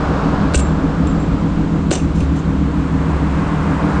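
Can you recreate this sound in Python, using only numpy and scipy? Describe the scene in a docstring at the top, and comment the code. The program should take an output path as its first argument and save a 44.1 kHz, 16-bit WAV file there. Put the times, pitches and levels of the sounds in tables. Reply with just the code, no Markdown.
"""At a roadside, an axe hits a car's laminated windshield twice: a knock, a crunch of cracking glass
and a boom of the pane. The steel head rings faintly and tinks on the glass as it bounces, shifts and
is lifted off. A ten-cylinder engine idles with a lope close by, its firings shaking the exhaust
pipes. Traffic passes on the road behind: tyre noise over a low drone."""
import sys
import numpy as np
from scipy import signal
from scipy.fft import rfft, irfft
from scipy.io import wavfile
from scipy.ndimage import uniform_filter1d

SR = 44100
rng = np.random.default_rng(int(sys.argv[2]) if len(sys.argv) > 2 else 0)


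def generate_wav(signal):
    """Clip the signal to [-1, 1] and save it as 16-bit WAV at the path in sys.argv[1]."""
    frames = np.transpose(np.atleast_2d(signal))
    scaled = np.clip(frames, -1, 1) * 32767
    pcm = np.round(scaled).astype(np.int16)
    wavfile.write(sys.argv[1], SR, pcm)


N = 176400
T = np.arange(N) / SR


def axe():
    """Blows make the pane knock (duller once broken) and boom; touches tink; both ring the head."""
    # axe on pane (time [s], knock [dB], boom [dB], head ring [dB], knock tilt about 1 kHz [dB/octave])
    blows = [(0.5448, -3, 2.5, -36, -0.5), (1.9133, -5, -31, -51, -5.5)]
    # light touches of the head on broken glass (time [s], tink [dB], head ring [dB])
    touches = [(0.594, -40, -29), (1.071, -33, -39), (1.1995, -52, -45.5), (1.997, -30, -53),
               (2.206, -28, -54)]
    # pane modes (frequency [Hz], level [dB], t60 [s])
    pane_modes = [(315, 4.5, 0.029), (391.5, 3, 0.036), (566, 3.5, 0.026), (780, -7.5, 0.016),
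                  (1023, -9, 0.029), (1547, 0.5, 0.03), (2320, -6.5, 0.04), (2646, -4, 0.055),
                  (2857, -6, 0.051), (3880, -31, .02)]
    # steel-on-glass modes (frequency [Hz], level [dB], t60 [s])
    tink_modes = [(2500, -5, 0.084), (2710, -5.5, 0.07), (6200, -13, 0.045)]
    # steel head modes (frequency [Hz], level [dB], t60 [s])
    head_modes = [(2755, -12, .1), (7386, 0, .33), (7418, -11, .18), (7714, -13, .14), (8152, -17, .13),
                  (8748, -12, .1), (8974, -13, .1)]
    boom_delay_s, chafe_db = 0.016, 2
    blow_s, knock_db, boom_db, blow_ring_db, tilt_db = np.transpose(blows)
    touch_s, tink_db, touch_ring_db = np.transpose(touches)
    knock = sum((-1) ** k * ring(clicks(blow_s, knock_db + db + tilt_db * np.log2(hz / 1000)), hz, t60_s)
                for k, (hz, db, t60_s) in enumerate(pane_modes))
    boom = ring(clicks(blow_s + boom_delay_s, boom_db), hz=67.3, t60_s=0.23)
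    tink = sum(ring(clicks(touch_s, tink_db + db), hz, t60_s) for hz, db, t60_s in tink_modes)
    head = sum(ring(clicks(blow_s, blow_ring_db + db) + clicks(touch_s, touch_ring_db + db), hz, t60_s)
               for hz, db, t60_s in head_modes)
    chafing = from_db(chafe_db * drift(rate_hz=110))  # the head chafes on the glass
    return knock + boom + tink + head * chafing


def cracking():
    """Cracks run as bursts of tiny snaps; each rings its own shards and shakes the sagging pane."""
    # crack bursts (time [s], level [dB], hold [s], t60 [s], treble [dB], treble centre [Hz], thud [dB])
    cracks = [(0.537, -24, 0.001, .01, -22, 5000, -12), (0.5436, -15, 0.0057, .014, 1, 7850, 4),
              (0.551, -24, .003, .015, 10, 7600, -14), (0.553, -18, 0.0068, 0.013, 14.5, 7960, -5),
              (0.567, -30.5, .01, .04, 4, 8000, -10), (0.575, -21, .0015, .007, 8, 6500, -3),
              (0.579, -35, 0.018, 0.057, 7.5, 8500, -11), (1.069, -40.5, .003, 0.018, -5, 6900, -11),
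              (1.908, -29, 0.0034, .015, 3, 6500, -1.5), (1.9123, -13, 0.0034, 0.023, -4, 7040, -2),
              (1.917, -19.5, 0.0023, .025, 1, 6660, 0), (1.923, -19.5, 0.0033, .03, 7, 6900, 6),
              (1.929, -20.5, 0.0027, 0.023, 6, 6600, 6.5), (1.935, -21, 0.00086, 0.039, 7, 6300, 8.5),
              (1.9385, -26, 0.0048, 0.04, 0, 5800, 0), (1.9483, -27, 0.0033, 0.022, 1, 6500, 9),
              (1.953, -22, 0.0023, 0.037, -1.5, 5970, -6), (1.974, -44.5, 0.01, 0.33, 5.5, 6000, -9),
              (2.15, -47.5, 0.083, 0.17, -2.5, 6200, -6.5), (2.203, -41, 0.003, .03, -3, 6500, -5),
              (2.358, -49, .04, 0.079, -1, 6500, -12)]
    # typical shard resonances (frequency [Hz], width [Hz], relative level [dB])
    shard_modes = [(2680, 340, -11), (5670, 260, -4), (6400, 180, 4), (6560, 490, -2), (7170, 140, 2),
                   (7600, 150, 5.5), (7670, 120, 5.5), (8710, 180, 4.5)]
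    # spectrum of the crunch's body (frequency [Hz], relative density [dB])
    body_spectrum = [(250, -16.5), (500, -0.5), (900, -5), (1500, 3), (1950, -4), (2750, 3), (3300, 4),
                     (4100, 3.5), (5000, -3), (9000, -26)]
    # spectrum of its treble (frequency [Hz], relative density [dB])
    treble_spectrum = [(3000, -22.5), (5000, 8), (6500, 6.5), (7800, 6.5), (9200, -1)]
    snaps_per_s, snap_spread_db, splinter_hiss = 3000, 1.5, 0.93
    shards_db, shard_scatter = -1.5, .03
    thud_hz, thud_width_hz = 550, 300
    length = SR // 4
    age_s = T[:length]
    body, treble, shards, thud = np.zeros((4, N))
    for start_s, db, hold_s, t60_s, treble_db, centre_hz, thud_db in cracks:
        span = slice(int(start_s * SR), int(start_s * SR) + length)
        sizes = from_db(snap_spread_db * np.minimum(rng.exponential(1, length), 3))
        signs = rng.choice([-1, 1], length)
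        snaps = rms_one(sizes * signs * (rng.random(length) < snaps_per_s / SR))
        envelope = from_db(db - 60 * np.maximum(age_s - hold_s, 0) / t60_s)
        crunch = envelope * rms_one(snaps + splinter_hiss * rng.standard_normal(length))
        bright = from_db(treble_db) * resonate(crunch, centre_hz, width_hz=1360)
        body[span] += crunch
        treble[span] += bright
        thud[span] += from_db(thud_db) * envelope * rng.standard_normal(length)
        for k, (hz, width_hz, mode_db) in enumerate(shard_modes):
            gain = from_db(mode_db + shards_db) * np.sqrt(SR / (np.pi * width_hz * len(shard_modes)))
            shard_hz = hz * (1 + shard_scatter * rng.standard_normal())
            shards[span] += (-1) ** k * gain * resonate(bright + 0.59 * crunch, shard_hz, width_hz)
    sag = np.sqrt(SR / (np.pi * thud_width_hz)) * resonate(thud, thud_hz, thud_width_hz)
    return colour(body, body_spectrum) + 0.51 * colour(treble, treble_spectrum) + shards + sag


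def echoes(x):
    """Dull reflections from the road and nearby cars."""
    # reflections (delay [s], level [dB])
    reflections = [(.021, -17.5), (.048, -19), (.083, -40)]
    dull = signal.sosfilt(signal.butter(1, 5900, fs=SR, output="sos"), x)
    return sum(from_db(db) * np.interp(T - delay_s, T, dull, left=0) for delay_s, db in reflections)


def engine():
    """Exhaust tones swell once a four-stroke cycle; uneven firings shake the pipe resonances."""
    # idle speed (time [s], speed [rpm])
    idle_rpm = [(0.0, 784), (0.25, 800), (0.5, 798), (0.75, 801), (1.0, 815), (1.25, 815), (1.5, 827),
                (1.75, 817), (2.0, 816), (2.25, 808), (2.5, 799), (2.75, 791), (3.0, 788), (3.25, 786),
                (3.5, 798), (3.75, 790), (4.0, 789)]
    # exhaust tones (order [multiple of the cycle rate], relative level [dB])
    exhaust_orders = [(10, -30.5), (15, -37.5), (22, -34), (23, -25.5), (24, -22.5), (25, -24), (26, -45),
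                      (29, -37), (30, -25.5), (31, -31), (33, -41.5), (38, -43.5), (40, -26), (45, -27.5),
                      (46, -42), (55, -38.5), (56, -47), (70, -39.5)]
    # pipe resonances (frequency [Hz], nominal width [Hz], rms level [dB])
    pipe_modes = [(71.2, 15.6, -27), (105.2, 17, -35.5), (154.7, 42, -30.5), (201.8, 14, -29),
                  (268.1, 21.3, -27), (294.3, 17, -30), (355.3, 19, -38), (472.5, 23, -40)]
    cylinders, tones_db, waver_db = 10, 2.1, 0.35
    align_at_cycle, spread_rad = .71, 1.03
    lope_db, lope_at_cycle = 1.3, 0.87
    dip_db, dip_at_cycle, dip_width_cycles = 1.9, .42, 0.13  # the weakest cylinders
    cycle = np.cumsum(in_time(idle_rpm) / 120) / SR
    strongest = max(exhaust_orders, key=lambda row: row[1])[0]
    tones = pipes = 0
    for order, db in exhaust_orders:
        phase = 2 * np.pi * order * (cycle - align_at_cycle) + spread_rad * (order - strongest) ** 2
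        tones += from_db(db + tones_db + waver_db * drift(rate_hz=4.5)) * np.cos(phase)
    firings = np.diff(np.floor(cycle * cylinders), prepend=0)
    for hz, width_hz, db in pipe_modes:
        pulses = firings * rng.standard_normal(N)
        pipes += from_db(db) * rms_one(resonate(resonate(pulses, hz, 2 * width_hz), hz, 2 * width_hz))
    swell_db = lope_db * np.cos(2 * np.pi * (cycle - lope_at_cycle))
    cycles_from_dip = (cycle - dip_at_cycle + .5) % 1 - .5
    sag_db = dip_db * np.exp(-(cycles_from_dip / dip_width_cycles) ** 2)
    return (tones + pipes) * from_db(swell_db - sag_db)


def tyres():
    """Tyre noise of two cars, one driving off and one drawing near."""
    # leaving car (time [s], level [dB])
    leaving_db = [(0, -21), (.45, -22.5), (.7, -25), (1.2, -27), (1.85, -31.5), (2.3, -31), (2.7, -34),
                  (4, -27.5)]
    # its tyres (frequency [Hz], relative density [dB])
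    leaving_spectrum = [(150, -10), (400, 2.5), (700, 0.5), (860, -0.5), (1150, 0), (1600, -6.5),
                        (1900, -16), (2700, -20), (3400, -23), (5000, -27), (9000, -43)]
    # nearing car (time [s], level [dB])
    nearing_db = [(0, -50.5), (1.85, -40), (2.7, -33), (3.15, -26.5), (3.6, -25.5), (4, -24)]
    # its tyres (frequency [Hz], relative density [dB])
    nearing_spectrum = [(150, -3.5), (400, 2), (800, 1), (1030, 4.5), (1300, -0.5), (1600, -3.5),
                        (1900, -8), (2700, -15.5), (3400, -23), (5000, -28), (9000, -33)]
    return sum(from_db(in_time(level_db) + .5 * drift(rate_hz=1.5)) * noise(spectrum)
               for level_db, spectrum in ((leaving_db, leaving_spectrum), (nearing_db, nearing_spectrum)))


def street():
    """Wavering traffic drone, low rumble and steady hiss."""
    # traffic drone (time [s], level [dB])
    drone_db = [(0, -26), (.5, -25), (1.05, -22), (1.3, -32), (1.55, -34), (1.9, -31), (2.05, -18.5),
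                (2.6, -21), (3.05, -22), (3.3, -13.5), (3.55, -29), (4, -18)]
    # rumble of engine and street (time [s], level [dB])
    rumble_db = [(0, -24.5), (.6, -22), (1.05, -20), (1.4, -20.5), (1.8, -23.5), (2.25, -22), (2.7, -26.5),
                 (3.3, -25), (4, -24.5)]
    # rumble spectrum (frequency [Hz], relative density [dB])
    rumble_spectrum = [(22, -5), (35, -12), (55, -1), (85, -7), (130, -10), (220, -10.5), (330, -21.5),
                       (500, -21.5), (900, -45)]
    # hiss spectrum (frequency [Hz], relative density [dB])
    hiss_spectrum = [(500, -4), (2000, 8.5), (4000, 0.5), (5200, -5.5), (7500, -4.5), (9500, -20)]
    drone_hz = 70.5 + 2.364 * drift(rate_hz=5.25)
    drone = from_db(in_time(drone_db)) * np.sin(2 * np.pi * np.cumsum(drone_hz) / SR)
    rumble = from_db(in_time(rumble_db)) * noise(rumble_spectrum)
    hiss = from_db(-42.5) * noise(hiss_spectrum)
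    return drone + rumble + hiss


def from_db(db):
    """Decibels to gain."""
    return 10 ** (np.asarray(db) / 20)


def rms_one(x):
    """Scale to unit rms."""
    return x / np.sqrt(np.mean(x ** 2) + 1e-20)


def in_time(rows):
    """(time [s], value) rows interpolated at every sample."""
    return np.interp(T, *np.transpose(rows))


def drift(rate_hz):
    """Smooth random wander of about unit rms."""
    hop, settle_steps = 100, 1000
    r = np.exp(-2 * np.pi * hop * rate_hz / SR)
    steps = rng.standard_normal(N // hop + settle_steps + 2)
    slow = signal.lfilter([1], [1, -2 * r, r * r], steps)[settle_steps:]
    return np.interp(np.linspace(0, len(slow) - 1, N), np.arange(len(slow)), rms_one(slow))


def colour(x, spectrum):
    """Minimum-phase filter from (frequency [Hz], level [dB]) rows; keeps the power of white noise."""
    size, skirt_db_per_octave = 4096, 20
    hz, db = np.transpose(spectrum)
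    octaves = np.log2(np.maximum(np.arange(size // 2 + 1), .5) * SR / size)
    outside = np.abs(octaves - np.clip(octaves, np.log2(hz[0]), np.log2(hz[-1])))
    gain = rms_one(from_db(np.interp(octaves, np.log2(hz), db) - skirt_db_per_octave * outside))
    cepstrum = irfft(np.log(gain))
    cepstrum[1:size // 2] *= 2
    cepstrum[size // 2 + 1:] = 0
    return signal.fftconvolve(x, irfft(np.exp(rfft(cepstrum))))[:N]


def noise(spectrum):
    """Coloured noise of about unit rms."""
    return colour(rng.standard_normal(N), spectrum)


def ring(x, hz, t60_s):
    """Damped mode: a unit click starts a sine of height 1."""
    r, w = from_db(-60 / (t60_s * SR)), 2 * np.pi * hz / SR
    return signal.lfilter([0, np.sin(w)], [1, -2 * r * np.cos(w), r * r], x + 1e-18)


def resonate(x, hz, width_hz):
    """Band-pass resonance with unit peak gain."""
    r, w = np.exp(-np.pi * width_hz / SR), 2 * np.pi * hz / SR
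    return signal.lfilter(np.array([1, 0, -1]) * (1 - r * r) / 2, [1, -2 * r * np.cos(w), r * r], x + 1e-18)


def clicks(times_s, db):
    """One impulse at each time."""
    out = np.zeros(N)
    out[np.clip((times_s * SR).astype(int), 0, N - 1)] = from_db(db)
    return out


def scene():
    """The blows in front of the idling engine and the road, in mono."""
    hits = axe() + cracking()
    return (hits + echoes(hits) + engine() + tyres() + street())[None]


def record(dry):
    """The top is cut and a limiter ducks everything under the blows."""
    cutoff_hz, limit_db, attack_s, release_db_per_s = 9200, -4, 0.0016, 213
    top_cut = signal.ellip(8, .3, 50, cutoff_hz, fs=SR, output="sos")
    x = signal.sosfilt(top_cut, dry[0])
    over_db = np.maximum(20 * np.log10(np.abs(x) + 1e-9) - limit_db, 0)
    held_db = np.maximum.accumulate(over_db + release_db_per_s * T) - release_db_per_s * T
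    ahead_db = np.interp(T + attack_s / 2, T, held_db)
    duck_db = uniform_filter1d(ahead_db, int(attack_s * SR))
    return signal.sosfilt(top_cut, x * from_db(-duck_db))[None]


dry = scene()
out = record(dry)
generate_wav(out)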